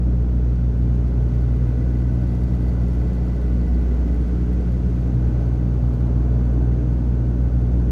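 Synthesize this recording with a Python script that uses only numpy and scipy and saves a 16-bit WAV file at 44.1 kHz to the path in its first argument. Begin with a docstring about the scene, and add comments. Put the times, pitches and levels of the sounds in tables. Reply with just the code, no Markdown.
"""Two propellers drone at about 60 Hz and its multiples, heard inside a turboprop airliner in cruise.
The microphone is at a window seat beside the near propeller. The harmonics swell and thin as the far
propeller slips ahead of the near one and falls back. The slipstream roars on the fuselage; close by,
the drone makes the loose inner window pane buzz and its trim chatter. Behind it all the gears whine."""
import sys
import numpy as np
from scipy import signal
from scipy.fft import rfft, irfft, next_fast_len
from scipy.io import wavfile
from scipy.ndimage import map_coordinates

SR = 44100
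rng = np.random.default_rng(int(sys.argv[2]) if len(sys.argv) > 2 else 0)


def store_wav(level_fs):
    """Save 16-bit WAV to argv[1]."""
    pcm = np.round(np.clip(np.atleast_2d(level_fs), -1, 1) * 32767)
    wavfile.write(sys.argv[1], SR, pcm.T.astype(np.int16))


N = 348831
BLADE_HZ, TOP_HZ = 60.2, 15750


def propellers(passes):
    """Both propellers beat on the fuselage; each strong order adds or cancels with the far one's lead."""
    # Strong harmonics at the seat. Each row: blade order, near propeller in dB, far propeller in dB,
    # lead in blade passes at which they cancel most.
    drone = [(1, -17.5, -27.6, .216), (2, -31.6, -28.2, .38), (3, -33.2, -40.7, .12),
             (4, -38.2, -49.5, .245), (5, -43.5, -55, .236)]
    # Weaker blade harmonics. Each row: blade order, level in dB.
    overtones = [(7, -56), (8, -61), (9, -61), (10, -66), (11, -66), (12, -64), (14, -72), (21, -73),
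                 (22, -74), (23, -72), (24, -72), (40, -85), (41, -85), (42, -86)]
    # The far propeller's lead over the near one. Each row: time in seconds, lead in blade passes.
    slip = [(0, .01), (.5, .045), (1.3, .085), (2.1, .185), (2.8, .245), (3.2, .27), (3.65, .375),
            (4.15, .38), (4.6, .29), (5.2, .195), (5.9, .13), (6.5, .07), (7, .145), (7.9, 0)]
    shake_db_per_order = .2  # uneven inflow shakes the high orders most
    out = np.zeros(N)
    lead, = curves(slip)
    shaken = passes + 0.0029 * wobble(9)
    for order, near_db, far_db, cancel in drone:
        near = amp(near_db) * tone(order * shaken)
        far = amp(far_db) * tone(order * (shaken + lead - cancel))
        out += amp(shake_db_per_order * order * wobble(4)) * (near - far)
    for order, db in overtones:
        phase_drift = rng.random() + .1 * wobble(1.5)
        out += amp(db + 3.2 * wobble(3.02)) * tone(order * shaken + phase_drift)
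    return out


def slipstream():
    """Turbulent air drums on the cabin wall, rings its panels and hisses past the window."""
    # Air heard through the wall (roar), through the window (rush), and along the window and from
    # the vents (hiss). Each row: frequency in Hz, noise density in dB.
    roar_spectrum = [(20, -72.5), (36, -72.5), (52, -57.5), (68, -43), (76, -46), (88, -53.5), (110, -47.5),
                     (160, -50.5), (210, -56), (255, -59), (350, -62), (500, -71.5), (900, -88.5),
                     (3000, -140)]
    rush_spectrum = [(300, -90), (560, -70), (750, -75.5), (1000, -81), (1300, -84.5), (2000, -105),
                     (4000, -140)]
    hiss_spectrum = [(700, -115), (1350, -86), (1800, -91.5), (2500, -93.2), (3700, -99), (4900, -101),
                     (5700, -102), (6400, -102.5), (7300, -108.5), (8400, -109.5), (9200, -113.5),
                     (11500, -114), (15500, -120)]
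    # Wall panel resonances. Each row: frequency in Hz, width in Hz, peak in dB.
    panel_modes = [(286, 35, -56), (325, 30, -62), (412, 40, -62.5), (1480, 60, -80.7), (6150, 200, -101)]
    # Swell of the airflow. Each row: time in seconds, then roar, rush and hiss gains in dB.
    airflow = [(0.3, -1.5, -1.5, -1.8), (1.4, -1.1, -0.6, 0), (3.1, .3, .5, 1.2), (4.4, .2, -1.5, .8),
               (5.6, 1.2, 1.6, .2), (6.2, .3, 2, -.6), (7.6, 1, -1, -1.6)]
    roar_db, rush_db, hiss_db = curves(airflow)
    roar = filtered(white(), slope(roar_spectrum)) * amp(roar_db + 0.24 * wobble(4.6))
    panels = filtered(white(), resonances(panel_modes)) * amp(roar_db + 1.1 * wobble(4))
    rush = filtered(white(), slope(rush_spectrum)) * amp(rush_db + 0.48 * wobble(3.6))
    hiss = filtered(white(), slope(hiss_spectrum)) * amp(hiss_db + 0.35 * wobble(5.6))
    return roar + panels + rush + hiss


def window(passes):
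    """Close to the microphone, the drone shakes the inner pane into a buzz and its trim into chatter."""
    # Modes of the pane and of the trim. Each row: frequency in Hz, width in Hz, peak in dB.
    pane_modes = [(1488, 40, -83), (1992, 34, -81.5), (5411, 45, -96.5)]
    trim_modes = [(4565, 80, -95), (6980, 80, -108), (7610, 60, -105), (8480, 200, -113), (9740, 50, -111),
                  (10780, 45, -101), (11600, 130, -106), (11980, 35, -106), (13790, 60, -109),
                  (15400, 130, -110)]
    # Dry tick of the trim's contacts. Each row: frequency in Hz, level in dB.
    tick_spectrum = [(1000, -127), (3500, -112), (7000, -117.5), (11000, -120), (16000, -124)]
    # How hard the window rattles. Each row: time in seconds, pane gain in dB, trim gain in dB.
    rattle = [(.85, -6, -6), (1.3, 1.3, .5), (1.9, 1.8, .2), (2.4, 2.5, 3.4), (3.3, 4, 3.4), (4.3, 1.8, 0),
              (5.2, -1, -1), (6.2, -6.5, -2.5), (7.6, -5.7, -5.3)]
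    # Harder knocks of the trim. Each row: start in seconds, force in dB over a typical contact.
    knocks = [(1.08, 7), (1.41, 9), (1.565, 6), (2.437, 7), (4.53, 8), (4.72, 7)]
    pane_db, trim_db = curves(rattle)
    buzz = scuffs(contacts(passes, scatter_db=2), t60=.012) * amp(pane_db)
    blows = contacts(passes, scatter_db=2.6)
    for start, db in knocks:
        blows[round(start * SR)] += amp(db)
    chatter = scuffs(blows, t60=.018) * amp(trim_db + 0.8 * wobble(6))
    pane = filtered(buzz, resonances(pane_modes))
    trim = filtered(chatter, resonances(trim_modes))
    ticks = filtered(chatter, slope(tick_spectrum))
    return pane + trim + ticks


def contacts(passes, scatter_db):
    """A loose part hits its frame at both ends of each swing, one end harder, with scattered force."""
    half_swings = np.floor(2 * passes)
    hits = np.flatnonzero(np.diff(half_swings))
    soft_end = half_swings[hits] % 2
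    # four blades make one turn of the shaft, whose unbalance rocks the part as well
    shaft = np.sin(np.pi * half_swings[hits] / 4)
    force_db = scatter_db * rng.standard_normal(len(hits)) - 4 * soft_end + 2 * shaft
    blows = np.zeros(N)
    blows[hits] = unit(amp(force_db))
    return blows


def scuffs(blows, t60):
    """Each contact is a short scrape: noise that dies by 60 dB in t60 seconds."""
    t = np.arange(SR // 20) / SR
    envelope = signal.fftconvolve(blows, amp(-60 * t / t60))[:N]
    return unit(envelope) * white()


def gears():
    """Far back in the sound, gears and turbine whine thinly, wavering in pitch and strength."""
    # The whining tones. Each row: frequency in Hz, level in dB.
    whines = [(6201, -86), (6141, -89), (6081, -91), (4170, -88), (7596, -95)]
    t = np.arange(N) / SR
    return sum(amp(db + 2.5 * wobble(4)) * tone(hz * t + 0.27 * wobble(9.4)) for hz, db in whines)


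def amp(db):
    """Decibels to gain."""
    return 10 ** (np.asarray(db) / 20)


def unit(x):
    """x at rms 1."""
    return x / np.sqrt(np.mean(x ** 2) + 1e-20)


def tone(cycles):
    """A sine of rms 1."""
    return np.sqrt(2) * np.sin(2 * np.pi * cycles)


def white():
    """Noise of unit density per Hz."""
    return rng.standard_normal(N) * np.sqrt(SR / 2)


def curves(rows):
    """One value per sample for each column after the time."""
    times, *columns = np.transpose(rows)
    return [np.interp(np.arange(N) / SR, times, column) for column in columns]


def wobble(rate):
    """A smooth random curve, rate knots a second."""
    knots = rng.standard_normal(int(N * rate / SR) + 4)
    return map_coordinates(knots, [np.arange(N) * rate / SR], mode="mirror")


def filtered(x, response):
    """x through a complex frequency response."""
    size = next_fast_len(N + SR // 2)
    return irfft(rfft(x, size) * response(np.fft.rfftfreq(size, 1 / SR)), size)[:N]


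def slope(points):
    """The response through (Hz, dB) points on a log axis."""
    hz, db = np.transpose(points)
    return lambda f: amp(np.interp(np.log(f + 1), np.log(hz + 1), db))


def resonances(modes):
    """The causal response of (Hz, width in Hz, dB) modes; above its peak each falls away like a mass."""
    return lambda f: sum(amp(db) * hz * width / (hz * hz - f * f + 1j * f * width)
                         for hz, width, db in modes)


def scene():
    """The cabin from the window seat; one blade rate drives both the drone and the rattling window."""
    passes = BLADE_HZ * np.arange(N) / SR
    return (propellers(passes) + slipstream() + gears() + window(passes))[None]


def record(dry):
    """One microphone at the seat, with nothing above TOP_HZ."""
    return filtered(dry[0], lambda hz: hz < TOP_HZ)[None]


dry = scene()
out = record(dry)
store_wav(out)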